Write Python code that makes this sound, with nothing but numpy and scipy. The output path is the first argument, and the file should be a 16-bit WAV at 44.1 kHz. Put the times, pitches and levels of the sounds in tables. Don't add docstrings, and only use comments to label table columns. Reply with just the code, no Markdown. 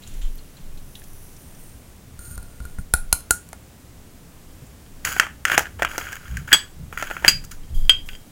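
import sys
import numpy as np
from scipy import signal
from scipy.fft import rfft, irfft, next_fast_len
from scipy.io import wavfile
from scipy.ndimage import uniform_filter1d, map_coordinates

SR = 44100
rng = np.random.default_rng(int(sys.argv[2]) if len(sys.argv) > 2 else 0)


def dump_mix(stems):
    frames = np.atleast_2d(stems).T
    limited = np.clip(frames, -1, 1)
    pcm = np.round(limited * 32767).astype(np.int16)
    wavfile.write(sys.argv[1], SR, pcm)


N = 366471
TIME_S = np.arange(N) / SR
BLOW_S = np.arange(SR // 4) / SR


def amp(db):
    return 10 ** (np.asarray(db) / 20)


def unit(x):
    return x / np.sqrt(np.mean(x ** 2) + 1e-20)


def along(points, hz):
    point_hz, value = np.transpose(points)
    return np.interp(np.log(hz + 1), np.log(point_hz + 1), value)


def curve_db(rows):
    time_s, level_db = np.transpose(rows)
    return np.interp(TIME_S, time_s, level_db, -120, -120)


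def filtered(x, response):
    size = next_fast_len(len(x) + 8192)
    return irfft(rfft(x, size) * response(np.fft.rfftfreq(size, 1 / SR)), size)[:len(x)]


def noise(spectrum, grain_db=0, count=N):
    grit = rng.standard_normal(count) * amp(grain_db * rng.exponential(size=count))
    return unit(filtered(grit, lambda hz: amp(along(spectrum, hz))))


def wobble(knots_per_s):
    knots = rng.standard_normal(int(N * knots_per_s / SR) + 4)
    return map_coordinates(knots, [np.arange(N) * knots_per_s / SR])


def ring(modes, pitch=1, vary_db=4.0, rise_s=0.000067):
    total = np.zeros(len(BLOW_S))
    for hz, db, t60_s in modes:
        decay = amp(db + vary_db * rng.normal() - 60 * BLOW_S / t60_s)
        total += decay * np.sin(2 * np.pi * hz * pitch * BLOW_S)
    return (1 - np.exp(-BLOW_S / rise_s)) * total


def crack(spectrum, t60_s):
    return noise(spectrum, count=len(BLOW_S)) * amp(-60 * BLOW_S / t60_s)


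def add(track, time_s, x):
    start = round(time_s * SR)
    track[start:][:len(x)] += x[:N - start]


def resonances(modes):
    def response(f):
        total = 0
        for k, (hz, width_hz, db) in enumerate(modes):
            total = total + (-1) ** k * amp(db) * 1j * f * width_hz / (hz * hz - f * f + 1j * f * width_hz)
        return total
    return response


def strokes(rows):
    gains = np.zeros((2, N))
    for start_s, length_s, db, fade_db, *relative_db in rows:
        progress = np.linspace(0, 1, max(round(length_s * SR), 2))
        for track, extra_db in zip(gains, [0] + relative_db):
            add(track, start_s, amp(db + extra_db - fade_db * progress))
    return uniform_filter1d(gains, size=round(0.0034 * SR))


# (frequency [Hz], density [dB per Hz])
HISS_SPECTRUM = [(53, -25), (90, -4.5), (289, -7.5), (329, -11.5), (853, -19.5), (930, -20.5), (3190, -26),
                 (4320, -28), (7570, -26), (13300, -29.5), (15800, -28.5)]
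HISS_DB, HISS_WAVERS_DB = -48.5, 0.48


def hiss():
    return amp(HISS_DB + HISS_WAVERS_DB * wobble(4.1)) * noise(HISS_SPECTRUM)


# (time [s], level [dB])
HAND_SWAY = [(0.0, -58), (0.23, -28.5), (0.56, -44), (0.64, -29.5), (0.83, -38.5), (1.71, -53.5),
             (2.85, -34), (3.49, -55), (4.88, -48.5), (4.95, -42), (6.23, -56), (6.27, -48), (7.2, -44),
             (7.22, -48), (7.34, -25), (7.71, -43.5), (7.77, -19), (8.31, -46.5)]
SWAY_WAVERS_DB = 5.5


def sway():
    rumble = noise([(6, -39.5), (16, 16.0), (24, 4), (36, -4.0), (55, -30.5), (80, -120)])
    return amp(curve_db(HAND_SWAY) + SWAY_WAVERS_DB * wobble(5.5)) * rumble


# (peak time [s], length [s], bump level [dB], rub level [dB])
COUNTER_JOLTS = [(0.602, 0.16, -54, -51), (2.14, 0.072, -48, -68), (2.282, 0.087, -37.5, -50),
                 (2.613, 0.059, -33.5, -62), (2.791, 0.04, -35, -33), (4.624, 0.036, -50, -34.5),
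                 (5.053, 0.2, -42, -47), (5.55, 0.12, -50, -45.5), (5.745, 0.34, -44, -50.5),
                 (6.316, 0.22, -30.5, -35), (6.385, .12, -33, -41.5), (6.528, 0.057, -46.5, -38),
                 (6.795, .2, -35.5, -38.5), (7.265, 0.28, -38, -36), (7.717, 0.26, -31.5, -41.5)]
STEADY_BUMP_DB, STEADY_RUB_DB = -49.5, -58.5
JOLT_RISE_SHARE, JOLT_SLOPE_DB = 0.19, 26


def jolts():
    bump = noise([(30, -120), (42, -4.5), (65, -0.5), (120, -8.5), (160, -28), (300, -120)])
    rub = noise([(90, -120), (125, 1.5), (170, 1.5), (230, -11.0), (330, -37.5), (500, -120)])
    bump_gain = amp(STEADY_BUMP_DB + 3 * wobble(10))
    rub_gain = amp(STEADY_RUB_DB + 4 * wobble(17))
    for peak_s, length_s, bump_db, rub_db in COUNTER_JOLTS:
        u = (TIME_S - peak_s) / length_s
        swell = amp(-JOLT_SLOPE_DB * np.maximum(u, -u / JOLT_RISE_SHARE))
        bump_gain += amp(bump_db) * swell
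        rub_gain += amp(rub_db) * swell
    return bump_gain * bump + rub_gain * rub


# (frequency [Hz], t60 [s])
ROOM_DECAY = [(200, .25), (1500, .26), (4000, .24), (9000, .24), (15000, .2)]
ROOM_DELAY_SAMPLES = 180


def room(x):
    out, hop = np.zeros(N), SR // 8
    delayed = np.pad(x, (ROOM_DELAY_SAMPLES, 0))[:N]
    for start in range(0, N, hop):
        hz, time_s, bins = signal.stft(rng.standard_normal(SR // 3), SR, nperseg=256)
        decay = amp(-60 * time_s / along(ROOM_DECAY, hz)[:, None])
        tail = signal.istft(bins * decay, SR, nperseg=256)[1]
        add(out, start / SR, signal.fftconvolve(delayed[start:start + hop], tail / np.linalg.norm(tail)))
    return out


# (time [s], level before trim [dB], pitch [Hz], t60 [s], band width [pitch factor])
SMALL_TICKS = [(0.0354, -35, 3950, 0.061, 0.88), (0.0747, -33, 6950, 0.033, 1.2),
               (0.1394, -35, 7000, 0.03, 1.3), (0.2189, -36.5, 2920, 0.023, 0.89),
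               (0.2494, -38.5, 3100, 0.06, 0.95), (0.3556, -33.5, 12200, 0.021, 0.92),
               (0.383, -35.5, 4250, 0.054, 0.89), (0.5688, -37.5, 4060, 0.029, 0.93),
               (0.6094, -44, 4200, 0.033, 0.81), (0.7734, -39, 4000, 0.047, 1.05),
               (0.9542, -29, 3460, 0.039, 1.12), (0.9926, -34.5, 9500, 0.036, 0.81),
               (1.0186, -35.5, 1710, 0.022, 0.88), (1.0387, -33, 7200, 0.039, 2.3),
               (1.3294, -39.5, 6000, 0.027, 1.12), (1.3653, -34.5, 5570, 0.03, 1.12),
               (1.5494, -39, 5900, 0.015, 0.72), (4.6673, -39, 7390, 0.023, 1.1),
               (4.862, -40, 3060, 0.023, 0.91)]


def ticks():
    out = np.zeros(N)
    for time_s, db, hz, t60_s, width in SMALL_TICKS:
        w = max(width, 1.03)
        band = [(hz / 8, -45), (hz / w ** 4, -22), (hz / w, -6), (hz, 0),
                (hz * w, -6), (hz * w ** 4, -20), (hz * 8, -40)]
        add(out, time_s, amp(db - 8.0) * crack(band, max(t60_s, .003)))
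    return out


# (start [s], length [s], level [dB], fade [dB])
FINGER_RUSTLE = [(0.02, 0.18, -51.5, 2.5), (0.215, .1, -45, 17), (0.378, .16, -61, 10),
                 (0.57, 0.14, -54, 20), (0.775, .06, -51.5, 22), (0.95, 0.15, -56, 16)]
# (frequency [Hz], density [dB per Hz])
SKIN_SPECTRUM = [(880, -33.5), (1500, -1), (2230, -0.5), (3220, 5.5), (4520, -1), (4760, -12), (7300, 2),
                 (9000, -15), (11700, -40.5), (19800, -120)]


def rustle():
    return strokes(FINGER_RUSTLE)[0] * amp(1.7 * wobble(40.7)) * noise(SKIN_SPECTRUM, grain_db=1)


# (time [s], level [dB])
POUR_LEVEL = [(0.0, -59), (0.1, -55), (0.45, -59.5), (0.6, -64.5), (0.98, -53), (1.05, -53.5), (1.52, -50),
              (1.95, -65), (2.15, -65)]
# (frequency [Hz], density [dB per Hz])
POWDER_EARLY_SPECTRUM = [(2350, -30), (4000, -24), (4810, -21.5), (5880, 2.5), (7970, -16), (9530, 4),
                         (15800, -3)]
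POWDER_LATE_SPECTRUM = [(2350, -30), (5000, -20), (5900, -3), (7300, -12.5), (8800, 5.5), (10500, -1),
                        (15800, -3.5)]
COLOUR_SHIFT_S = 1.2, 1.6


def powder():
    late = np.interp(TIME_S, COLOUR_SHIFT_S, (0, 1))
    grains = (1 - late) * noise(POWDER_EARLY_SPECTRUM, grain_db=3.0)
    grains += late * noise(POWDER_LATE_SPECTRUM, grain_db=2.0)
    return amp(curve_db(POUR_LEVEL) + 1.2 * wobble(25) + 1.5 * wobble(12)) * grains


# (start [s], length [s], wall level [dB], fade [dB], air relative to wall [dB])
JAR_SLIDES = [(2.19, .17, -46, -2.5, -10), (2.372, .3, -53, 12.5, -5.5), (2.62, .14, -56, 3, -9.5),
              (2.788, .08, -47, 29, -20)]
# (frequency [Hz], density [dB per Hz])
JAR_RUB_SPECTRUM = [(2060, -51), (3500, -32.5), (4260, -17), (4560, -11), (5370, -19), (6830, -1),
                    (7850, -12.5), (8960, 10.5), (11200, -16), (14100, 2), (15800, -20.5)]
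# (frequency [Hz], level [dB], t60 [s])
JAR_AIR_MODES = [(1430, 0, .06), (1460, -10, .04), (4210, -24, .12)]


def jar_slides():
    wall_gain, air_gain = strokes(JAR_SLIDES)
    tube = resonances([(JAR_AIR_MODES[0][0], 50, 0), (JAR_AIR_MODES[-1][0], 120, -14)])
    air = unit(filtered(rng.standard_normal(N), tube))
    return wall_gain * amp(1.5 * wobble(60)) * noise(JAR_RUB_SPECTRUM, grain_db=-1.5) + air_gain * air


# (time [s], crack level [dB], air level [dB], thump level [dB], knock level [dB])
JAR_BLOWS = [(2.1918, -29.5, -48, -33, -65), (2.2536, -37, -64, -48.5, -53), (2.312, -33, -57, -37, -51.5),
             (2.378, -26, -44, -31.5, -40), (2.4, -55, -70, -35, -52), (2.4281, -31.5, -51, -37, -47.5),
             (2.603, -36.5, -48.5, -27, -45), (2.6526, -28.5, -43, -34, -49),
             (2.6983, -42.5, -61, -47, -51), (2.7861, -36.5, -46.5, -24.5, -39),
             (2.9381, 1, -15, -17, -16.5), (3.1275, 5.5, -17, -22, -18.5), (3.206, -29, -53, -39.5, -50.5),
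             (3.3081, 5, -17, -27, -17), (3.489, -32, -68, -55, -45), (3.5304, -27.5, -51.5, -44.5, -27)]
# (frequency [Hz], density [dB per Hz])
JAR_WALL_SPECTRUM = [(1470, -60.5), (2500, -16.5), (3460, -24), (4160, -6), (5320, -14.5), (7310, -2.5),
                     (7950, -6.5), (10300, 0.5), (14100, -13.5), (15800, -25)]
JAR_TAIL_SPECTRUM = [(2500, -31), (4000, -28), (5500, -18), (7000, -10), (10000, 4.5), (12500, -8.5),
                     (14300, -7), (15800, -18)]
CLICK_DB = -14


def jar_blows():
    out = np.zeros(N)
    for time_s, crack_db, air_db, thump_db, knock_db in JAR_BLOWS:
        wall = crack(JAR_WALL_SPECTRUM, 0.012) + 0.049 * crack(JAR_TAIL_SPECTRUM, 0.17)
        wall += amp(CLICK_DB) * crack([(800, -18), (2500, 0), (15000, 0.5)], 0.0039)
        air = ring(JAR_AIR_MODES)
        thump = -ring([(58.7, 0.0, 0.072), (147, -12.5, .04)], vary_db=0.5, rise_s=.002)
        knock = crack([(100, -18.0), (200, -4.0), (800, 6.5), (1100, -3.5), (2400, -6.0), (3500, -20.0)], .015)
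        add(out, time_s, amp(crack_db - 4) * wall + amp(air_db + 5.0) * air
            + amp(thump_db + 9.0) * thump + amp(knock_db + 2.5) * knock)
    return out


# (start [s], length [s], body level [dB], fade [dB], treble relative to body [dB])
THREAD_STROKES = [(5.048, .145, -26, 12, -3), (5.2, 0.12, -21.5, 33, -17.5), (5.455, 0.1, -33.5, -9.5, -10),
                  (5.514, 0.082, -26, 5, -14), (5.582, 0.057, -25.5, 15.5, -4.5), (5.65, .05, -35, 27, -20),
                  (5.79, 0.04, -38.5, 5, -13), (5.85, 0.03, -18.5, 18.5, -26.5), (5.885, .09, -38, 2, -6),
                  (5.984, .135, -31.5, 10.5, -7), (6.12, 0.081, -34.5, 15.5, -6), (6.2, .165, -50, -4, -6),
                  (6.366, .1, -43.5, 14, -4), (6.474, 0.064, -42, -2, -6.5), (6.925, .045, -44, 2.5, -5.5),
                  (6.974, 0.045, -37.5, -4.5, -7), (7.032, .065, -37, 4, -7.5), (7.1, .12, -38, 8, -6),
                  (7.22, 0.021, -44.5, -5.5, -10), (7.254, 0.027, -24, 7.5, -10.5),
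                  (7.44, 0.026, -42.5, 29.5, 6), (7.512, .09, -41, 37.5, 2)]
# (frequency [Hz], width [Hz], level [dB])
CASE_RESONANCES = [(1430, 240, 0), (1650, 200, -3), (2180, 300, -8), (2980, 300, -8), (3290, 70, -6),
                   (4815, 70, -14), (6720, 400, -12), (7900, 200, -18), (9700, 400, -20), (12700, 400, -20),
                   (14500, 900, -17)]
# (frequency [Hz], density [dB per Hz])
FRICTION_SPECTRUM = [(150, -52.5), (250, -8.5), (759, -7.5), (903, -12), (1600, 4.5), (2740, -13.5),
                     (3090, -18.5), (3810, -17), (5300, -14), (6640, -12.5), (8170, -22.5), (10100, -10.5),
                     (11200, -32.5), (14000, -16), (15800, -22.5)]
SLIPS_PER_S, SLIP_SPREAD_DB, SLIP_SHARE = 450, 4, .8
TREBLE_FROM_HZ = 3800


def thread_scrape():
    case = resonances(CASE_RESONANCES)
    direct = noise(FRICTION_SPECTRUM, grain_db=2) * amp(0.97 * wobble(40) + 1.4 * wobble(230))
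    drive = noise([(300, 0.006), (16000, 0.017)], grain_db=0.5)
    grit = unit(direct) + 1.01 * unit(filtered(drive, case))
    slip_times = rng.random(N) < SLIPS_PER_S / SR
    slips = slip_times * rng.choice([-1, 1], N) * amp(SLIP_SPREAD_DB * rng.exponential(size=N))
    grit = unit(grit) + SLIP_SHARE * unit(filtered(slips, case))
    body = unit(filtered(grit, lambda hz: hz < TREBLE_FROM_HZ))
    treble = unit(filtered(grit, lambda hz: hz >= TREBLE_FROM_HZ))
    body = unit(body * amp(2 * wobble(120)))
    body_gain, treble_gain = strokes(THREAD_STROKES)
    return body_gain * body + treble_gain * treble


# (time [s], body level [dB], crack level [dB], knock level [dB], body pitch [Hz], t60 [s])
SHELL_BLOWS = [(5.0502, -11.5, -9, -66.5, 1900, 0.0054), (5.1649, -21.5, -47, -26, 1500, 0.027),
               (5.1979, 5.5, -4, -37, 1500, 0.015), (5.2327, -17.5, -32, -26.5, 1340, 0.01),
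               (5.2674, -26, -46, -31, 1360, 0.013), (5.4524, -5, -9.5, -42.5, 1422, 0.02),
               (5.4817, -15.5, -21.5, -32.5, 1450, 0.021), (5.4989, -8, -24, -28, 1460, 0.019),
               (5.5182, -5.5, -20, -48.5, 1500, 0.012), (5.5785, 0.5, -1.5, -9, 1610, 0.005),
               (5.6074, -33, -35.5, -26.5, 1480, 0.0092), (5.656, -28, -40.5, -37, 1690, 0.015),
               (5.669, -26, -47.5, -48, 1640, 0.012), (5.7955, -31, -43, -27.5, 1320, 0.02),
               (5.8216, -5.5, -22, -15, 1473, 0.025), (5.8296, -11, -20, -24, 1560, 0.021),
               (5.8488, -5.5, -19, -27, 1416, 0.013), (5.8564, -29, -42, -50, 1660, 0.015),
               (5.9348, -35, -39.5, -29.5, 1410, 0.015), (5.947, -26.5, -45, -32, 1600, 0.013),
               (5.98, -19, -12, -20, 1405, 0.037), (6.0117, -26.5, -40, -30, 1460, 0.042),
               (6.0686, -26.5, -50, -50, 1420, 0.035), (6.128, -23, -25, -42, 1607, 0.045),
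               (6.1694, -34, -48, -56.5, 1590, 0.045), (6.2801, -29.5, -38, -49, 1650, 0.015),
               (6.3702, -22, -21, -56, 1620, 0.024), (6.4792, -28.5, -33, -40, 1530, 0.03),
               (6.49, -32, -47, -41.5, 1716, 0.015), (6.5165, -22.5, -46, -40, 1650, 0.028),
               (6.52, -12, -34.5, -30, 1680, 0.05), (6.529, -6.5, -30, -21, 1680, 0.04),
               (6.5443, -12, -30.5, -19.5, 1390, 0.014), (6.9271, -26.5, -46, -30, 1410, 0.013),
               (6.9745, -18, -46, -39, 1420, 0.025), (6.998, -23.5, -32, -34, 1410, 0.015),
               (7.0251, -17.5, -22, -20.5, 1370, 0.03), (7.101, -16, -45.5, -30, 1460, 0.006),
               (7.1058, -21.5, -42.5, -31.5, 1470, 0.017), (7.1113, -18, -41.5, -25.5, 1420, 0.028),
               (7.1668, -18.5, -46.5, -31, 1420, 0.021), (7.2238, -32, -37.5, -31, 1500, 0.013),
               (7.2432, -20.5, -38.5, -29, 1600, 0.012), (7.2477, -1.5, -23.5, -18, 1755, 0.011),
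               (7.263, -16.5, -30, -36, 1700, 0.012), (7.266, -19.5, -30, -32.5, 1600, 0.0099),
               (7.4489, -61.5, -27, -62, 1440, 0.013), (7.5153, -37, -23.5, -60.5, 1620, 0.015)]
SPIKE_DB, SPIKE_T60_S = -2.5, 0.0026


def shell_blows():
    out = np.zeros(N)
    bright = [(2500, -45.0), (4000, 4.0), (6700, 13.0), (10000, -0.5), (15500, 1.5)]
    shell_band = [(500, -28.5), (1100, -23.5), (1500, 13), (3300, -3.5), (3800, -29.5)]
    knock_band = [(150, -23.5), (300, -5), (600, -1.5), (900, 0), (1500, -28.5)]
    for time_s, body_db, crack_db, knock_db, hz, t60_s in SHELL_BLOWS:
        modes = [(hz, -1.5, t60_s), (1750, -6, t60_s / 2), (1900, SPIKE_DB, SPIKE_T60_S)]
        shell = ring(modes, vary_db=2, rise_s=0.00048) + 0.51 * crack(shell_band, t60_s)
        add(out, time_s, amp(body_db + 2.5) * shell + amp(crack_db - 6) * crack(bright, 0.02)
            + amp(knock_db - 2.5) * crack(knock_band, 0.033))
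    return out


# (start [s], length [s], ringing level [dB], fade [dB], skin hiss relative to ringing [dB])
LID_STROKES = [(7.695, .035, -58, 8, -6), (7.745, 0.16, -51.5, 8, 4.5), (8.06, .05, -61, 5.5, 13.5),
               (8.11, .14, -49.5, 22.5, -0.5)]


def lid_rub():
    lid = resonances([(3240, 60, 6.0), (4840, 89, -3.0), (6860, 99, -11)])
    hum = unit(filtered(rng.standard_normal(N), lid))
    skin = noise([(3000, -30.5), (6800, -3.5), (8500, -7.5), (10000, -4), (13000, -4.0), (15800, -4.0)],
                 grain_db=-0.5)
    hum_gain, skin_gain = strokes(LID_STROKES)
    return hum_gain * hum + skin_gain * skin


# (time [s], crack level [dB], rim level [dB], hollow level [dB],
# low level [dB], mid level [dB], high level [dB], low pitch [Hz])
LID_SNAPS = [(6.529, 2, -35.5, 2.5, -1, -14, -14.5, 3358), (7.28, 3, -33, 1.5, -20, 0, -23.5, 3295),
             (7.6344, -63, -68.5, -58, -51.5, -62, -67, 3210),
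             (7.8505, -51.5, -59.5, -59, -50, -48, -65.5, 3210),
             (7.895, -14, -23.5, -9, 1, -17.5, -25, 3245), (8.0889, -40, -42, -25, -41, -53, -58.5, 3310),
             (8.1325, -48, -50.5, -37, -41, -53, -59.5, 3200),
             (8.1509, -48, -61.5, -38, -41, -46, -49, 3235)]
# (multiple of the snap's low pitch, level [dB], t60 [s])
LID_LOW_MODES = [(.99, -1, 0.095), (.92, -14, 0.056), (0.62, -16, 0.032), (0.97, -6, 0.046),
                 (.83, -17, 0.059)]
# (frequency [Hz], level [dB], t60 [s])
LID_MID_MODES = [(4815, -18, .25), (4822, 0, .055), (4400, -22, .06), (4670, -16, .03)]
LID_HIGH_MODES = [(6730, -2, .07), (7910, 0, .09), (7760, -8, .05), (9550, -12, .05), (11140, -16, .04),
                  (12500, -16, .04), (14500, -16, .04)]
RIM_MODES = [(1510, 0, .12), (1650, -8, .03), (1320, -10, .03)]
# (frequency [Hz], density [dB per Hz])
HOLLOW_SPECTRUM = [(600, -30), (1200, -8), (2000, 0), (2800, 0), (3300, -6), (3700, -30)]
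SLAP_SPECTRUM = [(200, -8), (1000, -14), (3000, -14.5), (3900, -17), (4700, 8.5), (5300, -11), (6500, 3),
                 (9000, -10), (15500, -11)]


def lid_snaps():
    out = np.zeros(N)
    for time_s, crack_db, rim_db, hollow_db, low_db, mid_db, high_db, low_hz in LID_SNAPS:
        slap = crack(SLAP_SPECTRUM, 0.0041) + 0.27 * crack(SLAP_SPECTRUM, 0.082)
        hollow = crack(HOLLOW_SPECTRUM, 0.014) + 0.24 * crack(HOLLOW_SPECTRUM, 0.077)
        ringing = amp(rim_db) * ring(RIM_MODES, vary_db=1.0) + amp(hollow_db) * hollow
        ringing += amp(low_db) * ring(LID_LOW_MODES, low_hz, vary_db=0.5)
        ringing += amp(mid_db) * ring(LID_MID_MODES, vary_db=1.0)
        ringing += amp(high_db) * ring(LID_HIGH_MODES, vary_db=3)
        add(out, time_s, amp(crack_db) * slap + amp(0.5) * ringing)
    return out


def scene():
    background = hiss() + sway() + jolts()
    jar = rustle() + powder() + jar_slides() + jar_blows()
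    compact = thread_scrape() + shell_blows() + lid_rub() + lid_snaps()
    near = ticks() + jar + compact
    return (near + amp(-14.5) * room(filtered(near, lambda hz: hz > 200)) + background)[None]


BAND_LIMIT_HZ = 15900


def record(dry):
    return filtered(np.clip(dry[0], -1, 1), lambda hz: hz < BAND_LIMIT_HZ)[None]


dry = scene()
out = record(dry)
dump_mix(out)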